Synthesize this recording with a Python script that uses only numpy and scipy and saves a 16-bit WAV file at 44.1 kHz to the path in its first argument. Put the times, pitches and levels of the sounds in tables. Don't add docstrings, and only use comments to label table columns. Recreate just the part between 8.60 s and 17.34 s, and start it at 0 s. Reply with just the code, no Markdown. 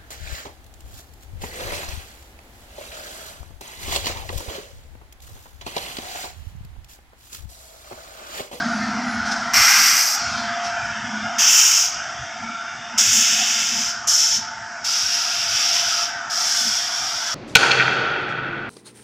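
import sys
import numpy as np
from scipy import signal
from scipy.fft import rfft, irfft
from scipy.io import wavfile
from scipy.ndimage import uniform_filter1d

SR = 44100
rng = np.random.default_rng(int(sys.argv[2]) if len(sys.argv) > 2 else 0)


def store_pcm(level_fs):
    pcm = np.round(np.clip(level_fs, -1, 1) * 32767).astype(np.int16)
    wavfile.write(sys.argv[1], SR, np.atleast_2d(pcm).T)


N = 385564
TIME = np.arange(N) / SR


def gain_of(db):
    return 10 ** (np.asarray(db) / 20)


def evened(x):
    return x / np.sqrt(np.mean(x ** 2) + 1e-20)


def read_spectrum(points, hz):
    f, value = np.transpose(points)
    return np.interp(np.log(hz + 1), np.log(f + 1), value)


def level(rows):
    return gain_of(np.interp(TIME, *np.transpose(rows)))


def hump(t, s, rise_s, fall_s):
    climb = np.clip((t - s) / rise_s, 0, 1)
    return climb * (1 - np.clip((t - s - rise_s) / fall_s, 0, 1) ** 2)


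def swells(rows):
    return sum(gain_of(db) * np.cos(np.pi * np.clip((TIME - middle) / length, -.5, .5))
               for middle, length, db in rows)


def wander(rate_hz):
    hz = np.fft.rfftfreq(N, 1 / SR)
    return evened(irfft(rfft(rng.standard_normal(N)) * np.exp(-(hz / rate_hz) ** 2), N))


def ring(hz, width_hz):
    r = np.exp(-np.pi * width_hz / SR)
    sway = signal.lfilter([1], [1, -2 * r, r * r], rng.standard_normal((2, N)))
    turning = np.exp(2j * np.pi * hz * TIME)
    return evened(((sway[0] + 1j * sway[1]) * turning).real)


def noise(colour, patchy_db, patch_hz, patch_s, size=1024):
    hz, hop = np.fft.rfftfreq(size, 1 / SR), size // 4
    a, b, patches = rng.standard_normal((3, N // hop + 5, len(hz)))
    patches = uniform_filter1d(patches, max(1, round(patch_s * SR / hop)), axis=0)
    patches = evened(uniform_filter1d(patches, max(1, round(patch_hz / hz[1])), axis=1))
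    z = (a + 1j * b) * gain_of(read_spectrum(colour, hz) + patchy_db * patches)
    return evened(signal.istft(z.T, nperseg=size, noverlap=size - hop)[1][:N])


# (time [s], rise [s], fall [s], lift [dB], extra sharpness [dB])
HISS_SURGES = [(2.865, 0.046, 0.33, 0, 5.5), (4.515, 0.0084, 0.13, -1, 5), (6.88, .08, 0.96, 5, 1),
               (7.71, 0.25, 0.32, 4.5, 3)]
OPEN_S, KICK_S = .008, .028


def jet(burst, colour, roar_hz=3900, sharp_hz=6400, dull_power=0.97, size=65536):
    start, end, close_s, start_db, sag_db, hold, roar_peak, arch_db, dull_db, kick_db, _ = burst
    span = np.flatnonzero(TIME > start - OPEN_S / 2)[:size]
    t = TIME[span]
    age = np.maximum(t - start, 0)
    spent = np.minimum(age / (end - start), 1)

    jet_db = start_db - sag_db * spent ** hold + kick_db * np.exp(-age / KICK_S)
    roar_db = -arch_db * (spent - roar_peak) ** 2
    sharp_db = -dull_db * spent ** dull_power
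    for s, rise_s, fall_s, lift_db, sharper_db in HISS_SURGES:
        surge = hump(t, s, rise_s, fall_s)
        jet_db = jet_db + lift_db * surge
        sharp_db = sharp_db + sharper_db * surge
    jet_db = jet_db - 20 * np.maximum(t - end, 0) / close_s

    hz = np.fft.rfftfreq(size, 1 / SR)
    air = rfft(rng.standard_normal(size)) * gain_of(read_spectrum(colour, hz))
    low = 1 / (1 + (hz / roar_hz) ** 20)
    high = 1 - 1 / (1 + (hz / sharp_hz) ** 20)
    roar, core, edge = (irfft(air * share, size)[:len(t)] for share in (low, 1 - low - high, high))

    weight = gain_of(2 * jet_db)
    roar = roar * gain_of(roar_db - np.average(roar_db, weights=weight))
    edge = edge * gain_of(sharp_db - np.average(sharp_db, weights=weight))
    hiss_rms = np.sqrt(np.average((core + edge) ** 2, weights=weight))
    valve = np.clip((t - start) / OPEN_S + .5, 0, 1)
    out = np.zeros(N)
    out[span] = valve * gain_of(jet_db) * (roar + core + edge) / hiss_rms
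    return out


# (time [s], rise [s], decay [s], level [dB])
AIR_SPITS = [(.652, 0.0054, 0.34, -31.5), (.712, .011, 0.0099, -24.5), (2.02, 0.046, 0.027, -28.5)]
# (frequency [Hz], relative density [dB per Hz])
SPIT_COLOUR = [(2500, -6), (4200, 0), (5500, 8.5), (6800, -5), (9000, -17.5), (15000, -39)]


def spits():
    lift = np.zeros(N)
    for s, rise_s, decay_s, db in AIR_SPITS:
        opening = np.clip((TIME - s) / rise_s, 0, 1)
        lift += opening * np.exp(-np.maximum(TIME - s - rise_s, 0) / decay_s) * gain_of(db)
    return lift * noise(SPIT_COLOUR, patchy_db=1, patch_hz=600, patch_s=.03)


# (valve opens [s], valve closes [s], time to fall 20 dB on closing [s], level [dB],
# sag by the end [dB], power of the sag curve (high = sags late) [-], roar peak as share of the burst [-],
# drop of the roar one burst length from its peak [dB], dulling by the end (negative = sharpens) [dB],
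# opening kick [dB], seepage after closing relative to level [dB])
AIR_BURSTS = [ (0.936, 1.554, 0.031, -13.5, 10.2, 4.5, 0.13, 14, -4, -1.5, -12),
              (2.786, 3.256, 0.066, -12, 5.1, 5.2, .24, 9.9, -0.5, 1.5, -14.5),
              (4.38, 5.298, 0.058, -13.5, 8.25, 0.89, .47, 21, 6, 1.5, -19),
              (5.474, 5.774, 0.041, -15, 1.8, 1.2, 0.6, 11, 7.5, 2, -46),
              (6.245, 7.434, 0.13, -19.5, 6.6, 1.2, 0.67, 10.4, 2.5, 0, -26),
              (7.699, 8.74, .1, -23, 2.5, 1.2, 1, 4.8, 1, -3, -19), ]
# (frequency [Hz], relative density [dB per Hz])
COLOUR_1 = [(350, -77), (600, -20), (788, -11.5), (993, -11), (1450, 0.5), (1860, -4), (2040, -0.5),
            (3820, -14), (5510, 4), (6230, -1.5), (6760, -9), (7540, -8), (9890, -21.5), (12100, -12.5),
            (15500, -21)]
COLOUR_2 = [(410, -65), (700, -33), (907, -13), (980, -20), (1430, -11), (1800, -16.5), (3070, -7),
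            (4300, -21.5), (4700, -8.5), (5500, 2), (6940, -2.5), (8990, -24.5), (9720, -22),
            (10900, -24.5), (15500, -20.5)]
COLOUR_3 = [(710, -32), (1200, -21), (1360, -10), (1860, -12.5), (3140, -5.5), (3610, -8), (4070, -19),
            (5260, 1.5), (5850, 0.5), (7170, -3.5), (8600, -20.5), (9270, -24), (12000, -24.5),
            (13800, -27), (15500, -22)]
COLOUR_4 = [(1000, -55), (1700, -26), (1880, -24), (2240, -26), (3400, -17), (4130, -21.5), (4920, -11.5),
            (5400, -1), (7190, -11.5), (8580, -29), (9760, -28), (10600, -33), (12200, -27), (13700, -39),
            (15500, -33)]
COLOUR_5 = [(880, -45), (1500, -16), (2070, -16), (2620, -9.5), (3440, -8), (4140, -15), (4990, -1),
            (5670, 1.5), (6310, -8), (7600, -16), (8210, -23.5), (10300, -28), (11800, -28), (13400, -32),
            (15500, -31)]
COLOUR_6 = [(1000, -40), (1700, -30), (1930, -42), (2140, -15.5), (2630, -16.5), (3430, -8.5), (3870, -15),
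            (4570, -10), (4970, -2), (5600, 0.5), (6090, -6), (7530, -15), (8900, -25), (14900, -32),
            (15500, -34)]


def brakes(flutter_db=.6, sputter_db=0.54):
    colours = (COLOUR_1, COLOUR_2, COLOUR_3, COLOUR_4, COLOUR_5, COLOUR_6)
    air = sum(jet(burst, colour) for burst, colour in zip(AIR_BURSTS, colours))
    flutter = flutter_db * wander(19) + sputter_db * wander(400)
    return (air + spits()) * gain_of(flutter)


# (mean delay [ms], level [dB])
REFLECTIONS = [(.9, -19), (2.3, -15), (3.7, -17), (8.5, -16)]


def bounces(x, sway_ms=0.1):
    out = x
    for ms, db in REFLECTIONS:
        delay_s = (ms + sway_ms * wander(0.79)) / 1000
        out = out + gain_of(db) * np.interp(TIME - delay_s, TIME, x)
    return out


# (frequency [Hz], time to fall 60 dB [s])
YARD_DECAY = [(500, .35), (3000, .8), (6000, .5), (9000, .28), (15000, .19)]


def yard(x, size=256):
    hz, t, z = signal.stft(rng.standard_normal(SR), SR, nperseg=size)
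    fading = gain_of(-60 * t / read_spectrum(YARD_DECAY, hz)[:, None])
    tail = signal.istft(z * fading, SR, nperseg=size)[1]
    tail = tail * np.minimum(np.arange(len(tail)) / (0.035 * SR), 1)
    return signal.fftconvolve(x, tail / np.linalg.norm(tail))[:N]


BLEED_DB_PER_S = 63


def bleed():
    gain = np.zeros(N)
    for start, end, _, db, *_, seep_db in AIR_BURSTS:
        build = np.clip((TIME - start) / (end - start), 0, 1)
        gain += build * gain_of(db + seep_db - BLEED_DB_PER_S * np.maximum(TIME - end, 0))
    return gain


# (frequency [Hz], relative density [dB per Hz])
ROLL_COLOUR = [(200, -39), (290, -18.5), (440, -39.5), (570, -23), (670, -5), (730, -3), (800, -9),
               (900, -7.5), (1070, -11.5), (1330, -0.5), (1470, 1), (1750, -7.5), (2100, -11), (2350, -18),
               (4000, -25), (8000, -104)]
RASP_COLOUR = [(500, -50), (1700, -21), (2200, 8), (2600, 2.5), (3100, 3.5), (3650, 1.5), (4100, -42),
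               (5000, -30), (9000, -63)]
LEAK_COLOUR = [(3700, -31), (4450, -3), (4800, 5.5), (5400, 9), (6100, 5), (7000, -1.5), (7900, -8.5),
               (9000, -31), (12000, -35), (15000, -50)]
# (time [s], level [dB])
ROLL_LEVEL = [(0, -26.5), (.85, -26), (2.7, -30.5), (3.3, -31), (4.2, -34), (6.1, -35), (7.3, -30.5),
              (8.74, -31.5)]
RASP_LEVEL = [(0, -49), (1.7, -38), (3.4, -39.5), (5.4, -44), (5.9, -50), (8.74, -68)]
LEAK_LEVEL = [(0, -40.5), (2.7, -38), (4.2, -42.5), (8.74, -40.5)]
# (time [s], length [s], frequency [Hz], peak level [dB])
BRIEF_TONES = [(0, 0.36, 10500, -62), (0.07, 0.15, 9900, -61), (.25, 0.22, 473, -48),
               (.35, 0.36, 11200, -70), (0.428, 0.18, 9930, -52.5), (2.192, .12, 9950, -66),
               (3.5, .2, 11550, -77), (3.734, 0.37, 1373, -35), (5.527, 0.66, 890, -38.5),
               (7.757, 0.198, 370, -56)]


def train(tone_width=0.015):
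    roll = level(ROLL_LEVEL) * noise(ROLL_COLOUR, patchy_db=3, patch_hz=120, patch_s=.13, size=2048)
    rasp = level(RASP_LEVEL) * noise(RASP_COLOUR, patchy_db=4.5, patch_hz=130, patch_s=.14, size=2048)
    leak_gain = np.hypot(level(LEAK_LEVEL), bleed())
    leak = leak_gain * noise(LEAK_COLOUR, patchy_db=1.8, patch_hz=180, patch_s=.1)
    tones = np.zeros(N)
    for s, length, hz, db in BRIEF_TONES:
        swell = np.sin(np.pi * np.clip((TIME - s) / length, 0, 1))
        tones += gain_of(db) * swell * ring(hz, tone_width * hz)
    return roll + rasp + leak + tones


# (frequency [Hz], width [Hz], relative level [dB])
DRONE_RINGS = [(215.4, 7, -1.5), (239.4, 9.3, -2.5), (228.8, 60, 0.5)]
# (time [s], level [dB])
DRONE_LEVEL = [(0, -26.5), (.52, -29), (1.5, -55), (1.8, -36), (2.17, -52.5), (2.57, -31), (2.75, -42),
               (3.3, -57.5), (5, -47), (5.5, -55), (8.74, -58.5)]
# (middle [s], length [s], level [dB])
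DRONE_BOOMS = [(1.24, 0.34, -39), (3.86, 0.23, -37.5), (4.4, 0.22, -40), (4.58, 0.13, -32),
               (4.77, 0.23, -39), (5.01, 0.064, -39), (5.18, 0.15, -36), (5.78, .09, -43), (8.06, .13, -37)]
# (time [s], level [dB])
BLADE_LEVEL = [(0, -33.5), (.25, -40), (.8, -39.5), (1.55, -61), (1.63, -30.5), (2.25, -33), (2.4, -42),
               (2.64, -32), (2.9, -46.5), (5, -45.5), (6.3, -47.5), (7.4, -38.5), (7.8, -47.5), (8.3, -41),
               (8.74, -46)]
# (frequency [Hz], width [Hz], level [dB])
DUCT_RINGS = [(698.5, 55, -48.5), (887, 27, -47.5), (1380, 17, -46)]
BLADE_HZ = 694


def locomotive(octave_db=-13, waver_hz=2, fading_db=2.7):
    drone = evened(sum(gain_of(db) * ring(hz, width) for hz, width, db in DRONE_RINGS))
    drone = drone / np.sqrt(uniform_filter1d(drone ** 2, size=5000) + 0.0071)
    turn = 2 * np.pi * np.cumsum(BLADE_HZ + waver_hz * wander(7.1)) / SR
    whine = np.sin(turn) + gain_of(octave_db) * np.sin(2 * turn)
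    blade = evened(whine * gain_of(fading_db * wander(2.5)))
    ducts = sum(gain_of(db) * ring(hz, width) for hz, width, db in DUCT_RINGS)
    drone_gain = np.hypot(level(DRONE_LEVEL), swells(DRONE_BOOMS))
    return drone_gain * drone + level(BLADE_LEVEL) * blade + ducts


# (frequency [Hz], relative density [dB per Hz])
THIN_HISS_COLOUR = [(3000, -13), (4200, 1), (5200, 4), (9300, -23.5), (11000, -35), (15000, -35)]
# (time [s], level [dB])
THIN_HISS_LEVEL = [(0, -37), (.9, -44), (1.8, -33), (2.3, -74), (4, -74), (8.74, -78)]


def thin_hiss():
    return level(THIN_HISS_LEVEL) * noise(THIN_HISS_COLOUR, patchy_db=3, patch_hz=250, patch_s=.12)


# (frequency [Hz], relative density [dB per Hz])
WIND_COLOUR = [(20, -29), (45, -23), (66, 0), (125, 4.5), (180, -7), (280, -21), (400, -41), (1000, -49),
               (4000, -100)]
FAR_COLOUR = [(30, -20), (100, -7.5), (330, 0.5), (450, -5.5), (900, -8.5), (3000, -36), (10000, -49)]
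# (time [s], level [dB])
WIND_LEVEL = [(0, -51), (2.6, -51.5), (3, -52.5), (4.5, -55.5), (8.74, -58)]
# (middle [s], length [s], level [dB])
WIND_PUFFS = [(.6, .15, -39), (1, 0.094, -35), (1.73, 0.33, -43.5), (2.25, .12, -44), (2.66, 0.11, -42),
              (3.61, 0.087, -42.5), (4.5, .09, -39), (5.75, 0.13, -44), (7.69, 0.065, -49),
              (8.55, 0.061, -43)]


def wind(far_db=-57, lump_db=4.5):
    breeze = np.hypot(level(WIND_LEVEL) * gain_of(lump_db * wander(11)), swells(WIND_PUFFS))
    gusts = breeze * noise(WIND_COLOUR, patchy_db=1.5, patch_hz=120, patch_s=.07, size=2048)
    far = noise(FAR_COLOUR, patchy_db=1.0, patch_hz=150, patch_s=0.038, size=2048)
    return gusts + gain_of(far_db) * far


DUCK_ABOVE_DB, DUCK_SHARE = -18.5, 0.99


def ducking(air, settle_s=0.09):
    keep = np.exp(-1 / (settle_s * SR))
    power = signal.lfilter([1 - keep], [1, -keep], air ** 2)
    power_db = 10 * np.log10(power + 1e-12)
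    return gain_of(-DUCK_SHARE * np.maximum(power_db - DUCK_ABOVE_DB, 0))


def scene(direct_db=-1.88, yard_db=-14):
    air = bounces(brakes())
    hiss = gain_of(direct_db) * air + gain_of(yard_db) * yard(air)
    background = train() + locomotive() + thin_hiss() + wind()
    mono = hiss + ducking(hiss) * background
    return np.array([mono, mono])


EDGE_HZ = 15550


def record(dry):
    lowpass = signal.firwin(511, EDGE_HZ, window=("kaiser", 9), fs=SR)
    return signal.oaconvolve(dry, lowpass[None], "same")


dry = scene()
out = record(dry)
store_pcm(out)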